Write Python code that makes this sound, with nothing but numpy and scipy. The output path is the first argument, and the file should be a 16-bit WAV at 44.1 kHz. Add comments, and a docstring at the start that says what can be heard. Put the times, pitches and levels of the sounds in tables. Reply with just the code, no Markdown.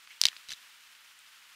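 """Two antelopes spar with their horns in a grassy clearing. The horns touch and rub, crack together
in a quick run of dry clacks, then a ridged horn rattles along the other as the heads part.
Each clack is a click and its rebound ringing in damped horn. Dry stalks tick underfoot,
grass and bushes scatter each knock, and wind hisses in the leaves throughout."""
import sys
import numpy as np
from scipy import signal
from scipy.fft import rfft, irfft
from scipy.io import wavfile

SR = 44100
rng = np.random.default_rng(int(sys.argv[2]) if len(sys.argv) > 2 else 0)


def master(y):
    """Save y as 16-bit WAV."""
    cut = np.clip(np.atleast_2d(y).T, -1, 1)
    pcm = np.round(cut * 32767)  # scale
    wavfile.write(sys.argv[1], SR, pcm.astype(np.int16))


N = 68355
TIME = np.arange(N) / SR


def from_db(db):
    """Decibels to gain."""
    return 10 ** (np.asarray(db) / 20)


def rms_one(x):
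    """Scale to rms 1."""
    return x / np.sqrt(np.mean(x ** 2) + 1e-20)


def cut(x, hz, kind="low"):
    """Second-order low- or high-pass."""
    return signal.sosfilt(signal.butter(2, hz, kind, fs=SR, output="sos"), x)


def resonate(x, hz, q):
    """Resonant band-pass, gain 1 at its centre."""
    return signal.lfilter(*signal.iirpeak(hz, q, fs=SR), x)


def emphasise(x, hz, q, db):
    """Bell EQ: boost or dip by db around hz."""
    w, a = 2 * np.pi * hz / SR, from_db(db / 2)
    k = np.sin(w) / (2 * q)
    return signal.lfilter([1 + k * a, -2 * np.cos(w), 1 - k * a], [1 + k / a, -2 * np.cos(w), 1 - k / a], x)


def add(out, s, sound, db):
    """Place a short sound at s seconds with its peak at db."""
    i = int(s * SR)
    out[i:i + len(sound)] += (from_db(db) * sound / np.abs(sound).max())[:N - i]


def wind():
    """Wind in leaves and grass: a steady, softly fluttering bed of hiss."""
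    # tone of the hiss: (frequency [Hz], relative spectral density [dB])
    spectrum = [(15, -77), (25, -22), (59, -19.5), (183, -25.5), (215, -16.5), (281, -22), (567, -18.5),
                (741, -14.5), (919, -8), (1410, -0.5), (1530, -1), (3000, 0), (3930, -4), (7910, -10.5),
                (15500, -17)]
    # slow drift of the wind: (time [s], rms level [dB])
    drift = [(0, -56.5), (.45, -55), (.7, -56), (1.05, -56.5), (1.55, -56.5)]
    hz, db = np.transpose(spectrum)
    bin_hz = np.maximum(np.fft.rfftfreq(N, 1 / SR), 1)
    colour = from_db(np.interp(np.log(bin_hz), np.log(hz), db))
    hiss = irfft(rfft(rng.standard_normal(N)) * colour, N)
    flutter_db = 0.84 * rms_one(cut(rng.standard_normal(N), hz=19.4))
    return rms_one(hiss) * from_db(np.interp(TIME, *np.transpose(drift)) + flutter_db)


def horn_contacts(contacts):
    """A click and a quick rebound ring the damped horn, coloured by the spot and hardness of the hit."""
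    # resonances of horn: (frequency [Hz], Q, boost [dB])
    resonances = [(1540, 0.81, 7), (2465, 1.98, 6.5), (3230, 2.06, 8), (4390, 2.08, 10), (5090, 5.4, 3.5),
                  (6180, 2.03, 12), (7480, 15, 4), (9240, 3.4, 11), (12280, 4.4, 9.5), (14800, 3.3, 11)]
    # bending waves smear in time on their way along the horn: (frequency [Hz], Q)
    dispersion = [(3800, 0.84), (7300, 6.4), (9600, 9.8), (12000, 9.1), (13500, 7.6)]
    out, body = np.zeros(N), signal.unit_impulse(SR // 20)
    for hz, q, db in resonances:
        body = emphasise(body, hz, q, db)
    for hz, q in dispersion:
        body = body - 2 * resonate(body, hz, q)  # all-pass: delays this band
    ms = 1000 * TIME[:len(body)]
    for s, db, spot_hz, q, spot_db, bright_hz, rebound_ms in contacts:
        clack = cut(emphasise(body, spot_hz, q, spot_db), bright_hz)
        rebound = from_db(-7.5) * np.interp(ms - rebound_ms, ms, clack, left=0)
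        add(out, s, clack + rebound, db)
    return out


def horn_knocks():
    """Horn strikes horn: a light touch, then a run of hard, dry clacks."""
    # hits: (time [s], peak [dB], spot pitch [Hz], spot Q, spot gain [dB], low-pass [Hz], rebound [ms])
    knocks = [ (.0726, -43.5, 4500, 8, 16, 3500, 1.1), (.0745, -37, 1500, 0.82, 14, 2550, 0.87),
              (.2149, -2, 5650, 3.2, 9.5, 12400, .228), (.2302, -32, 3000, 3.1, 1, 9000, 0.22),
              (.2374, -6, 4200, 2.3, 9.5, 9300, 0.036), (.2411, -30, 4400, 5, -3, 7000, 0.51),
              (.2470, -32.5, 3860, 1.7, -9, 5000, .5), (.2541, -0.5, 3410, 2.6, 10, 8900, 1.02),
              (.2546, -11.5, 3640, 3.3, 18, 8850, 0.5), (.2557, -18, 4100, 9, 18, 5950, 0.53),
              (.2579, -11.5, 4640, 4, 5, 5900, 0.4), (.2665, -11, 4800, 2, 17, 9800, 0.26),
              (.2671, -20.5, 4950, 3.6, 4, 13900, 0.25), (.2678, -33.5, 2178, 4.8, 36, 6000, 0.94),
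              (.2729, -40, 4500, 2, 6, 9000, 0.54), (.2790, -29.5, 3540, 2, -6, 4960, 0.35),
              (.2854, -13.5, 3130, 1.7, 9.5, 6500, 0.274), (.2997, -43, 1730, 3.7, 16, 3000, 0.5),
              (.3152, -49, 3100, 5, 19, 3000, 0.33), (.3170, -42, 1830, 3, 25, 2520, 1.1),
              (.3297, -35, 1560, 0.5, 25, 2300, 1.54), (.3658, -29, 2550, 0.9, 6, 3860, 0.058),
              (.3688, -34, 4300, 3.9, 7, 6500, 0.434), ]
    return horn_contacts(knocks)


def clearing(x):
    """Skulls, ground and bushes return weak, diffuse reflections, duller and longer with distance."""
    # reflections: (pre-delay [s], 60 dB decay time [s], energy [dB], low-pass [Hz])
    scatter = [(.001, 0.025, -24, 13300), (.008, .16, -35, 8060), (0.026, 0.995, -41, 4930)]
    response = np.zeros(N)
    for delay_s, t60, db, edge_hz in scatter:
        decay = from_db(-60 * TIME / t60)
        tail = cut(rng.standard_normal(N) * decay + 1e-18, edge_hz)
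        i = int(delay_s * SR)
        response[i:] += (from_db(db) * tail / np.linalg.norm(tail))[:N - i]
    return signal.fftconvolve(x, response)[:N]


def horn_rubs():
    """Horn slides on horn: dense, tiny slips make a rasp that swells and fades."""
    # slides: (crest time [s], half length [s], rms at the crest [dB], pitch [Hz], Q)
    rubs = [(.114, 0.009, -52, 2190, 5), (0.125, 0.022, -57, 2820, 4.5), (0.232, 0.013, -46, 3800, 1.1),
            (0.28, 0.01, -42.5, 2610, 1.5), (0.517, .017, -44, 3360, 2.1)]
    slips_per_s, spread_db = 5000, 3.5
    out = np.zeros(N)
    for s, half_s, db, hz, q in rubs:
        sizes = from_db(spread_db * np.minimum(rng.exponential(1, N), 4))
        signs = rng.choice([-1, 1], N)
        slips = sizes * signs * (rng.random(N) < slips_per_s / SR)
        rasp = cut(resonate(slips, hz, q), 1020, "high")
        swell = np.exp(-.5 * ((TIME - s) / half_s) ** 2)
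        out += from_db(db) * rms_one(rasp) * swell
    return out


def ridge_rattle():
    """The ridges of one horn catch on the other in a fast, light rattle."""
    # catches: (time [s], peak [dB], spot pitch [Hz], spot Q, spot gain [dB], low-pass [Hz], rebound [ms])
    ridges = [ (.4808, -46, 1310, 1.1, 10, 6000, 0.61), (.4873, -29, 2950, 2.6, 5, 10700, 1.05),
              (.4925, -27, 3990, 12, 16, 6000, .5), (.5048, -32, 2210, 1, 24, 11100, 0.55),
              (.5063, -22.5, 4500, 7.6, 10, 5770, 0.35), (.5124, -32.5, 2630, 2.3, -3, 7800, 1.3),
              (.5182, -24, 5900, 1.5, -3, 6800, 0.69), (.5196, -26, 1720, 4.6, 20, 6750, 0.47),
              (.5250, -25.5, 6260, 10, 10, 6900, .8), (.5265, -32.5, 2980, 2.4, -3, 7900, 0.57),
              (.5347, -27.5, 3820, 7.5, 17.5, 7000, 0.78), ]
    return horn_contacts(ridges)


def low_thuds():
    """Two faint, dull low thuds during the rattle."""
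    # thuds: (time [s], peak [dB])
    thuds = [(.492, -56.5), (0.533, -58)]
    out = np.zeros(N)
    for s, db in thuds:
        add(out, s, cut(signal.unit_impulse(SR // 20), hz=193), db)
    return out


def stalk_snaps():
    """Dry stalks snap underfoot, each a faint, pitched tick."""
    # snaps: (time [s], peak [dB], pitch [Hz])
    stalks = [(.838, -49, 3970), (0.951, -44, 3000), (1.191, -38, 7700), (1.263, -44, 2800)]
    out = np.zeros(N)
    for s, db, hz in stalks:
        add(out, s, resonate(signal.unit_impulse(SR // 20), hz, q=4.5), db)
    return out


def scene():
    """Horns, thuds and stalks with their reflections, over the wind, in mono."""
    near = horn_knocks() + horn_rubs() + ridge_rattle() + low_thuds() + stalk_snaps()
    return (near + clearing(near) + wind())[None]


def record(dry):
    """A steep low-pass takes off the very top."""
    cutoff_hz = 15600
    return signal.sosfilt(signal.ellip(10, .2, 70, cutoff_hz, fs=SR, output="sos"), dry)


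dry = scene()
out = record(dry)
master(out)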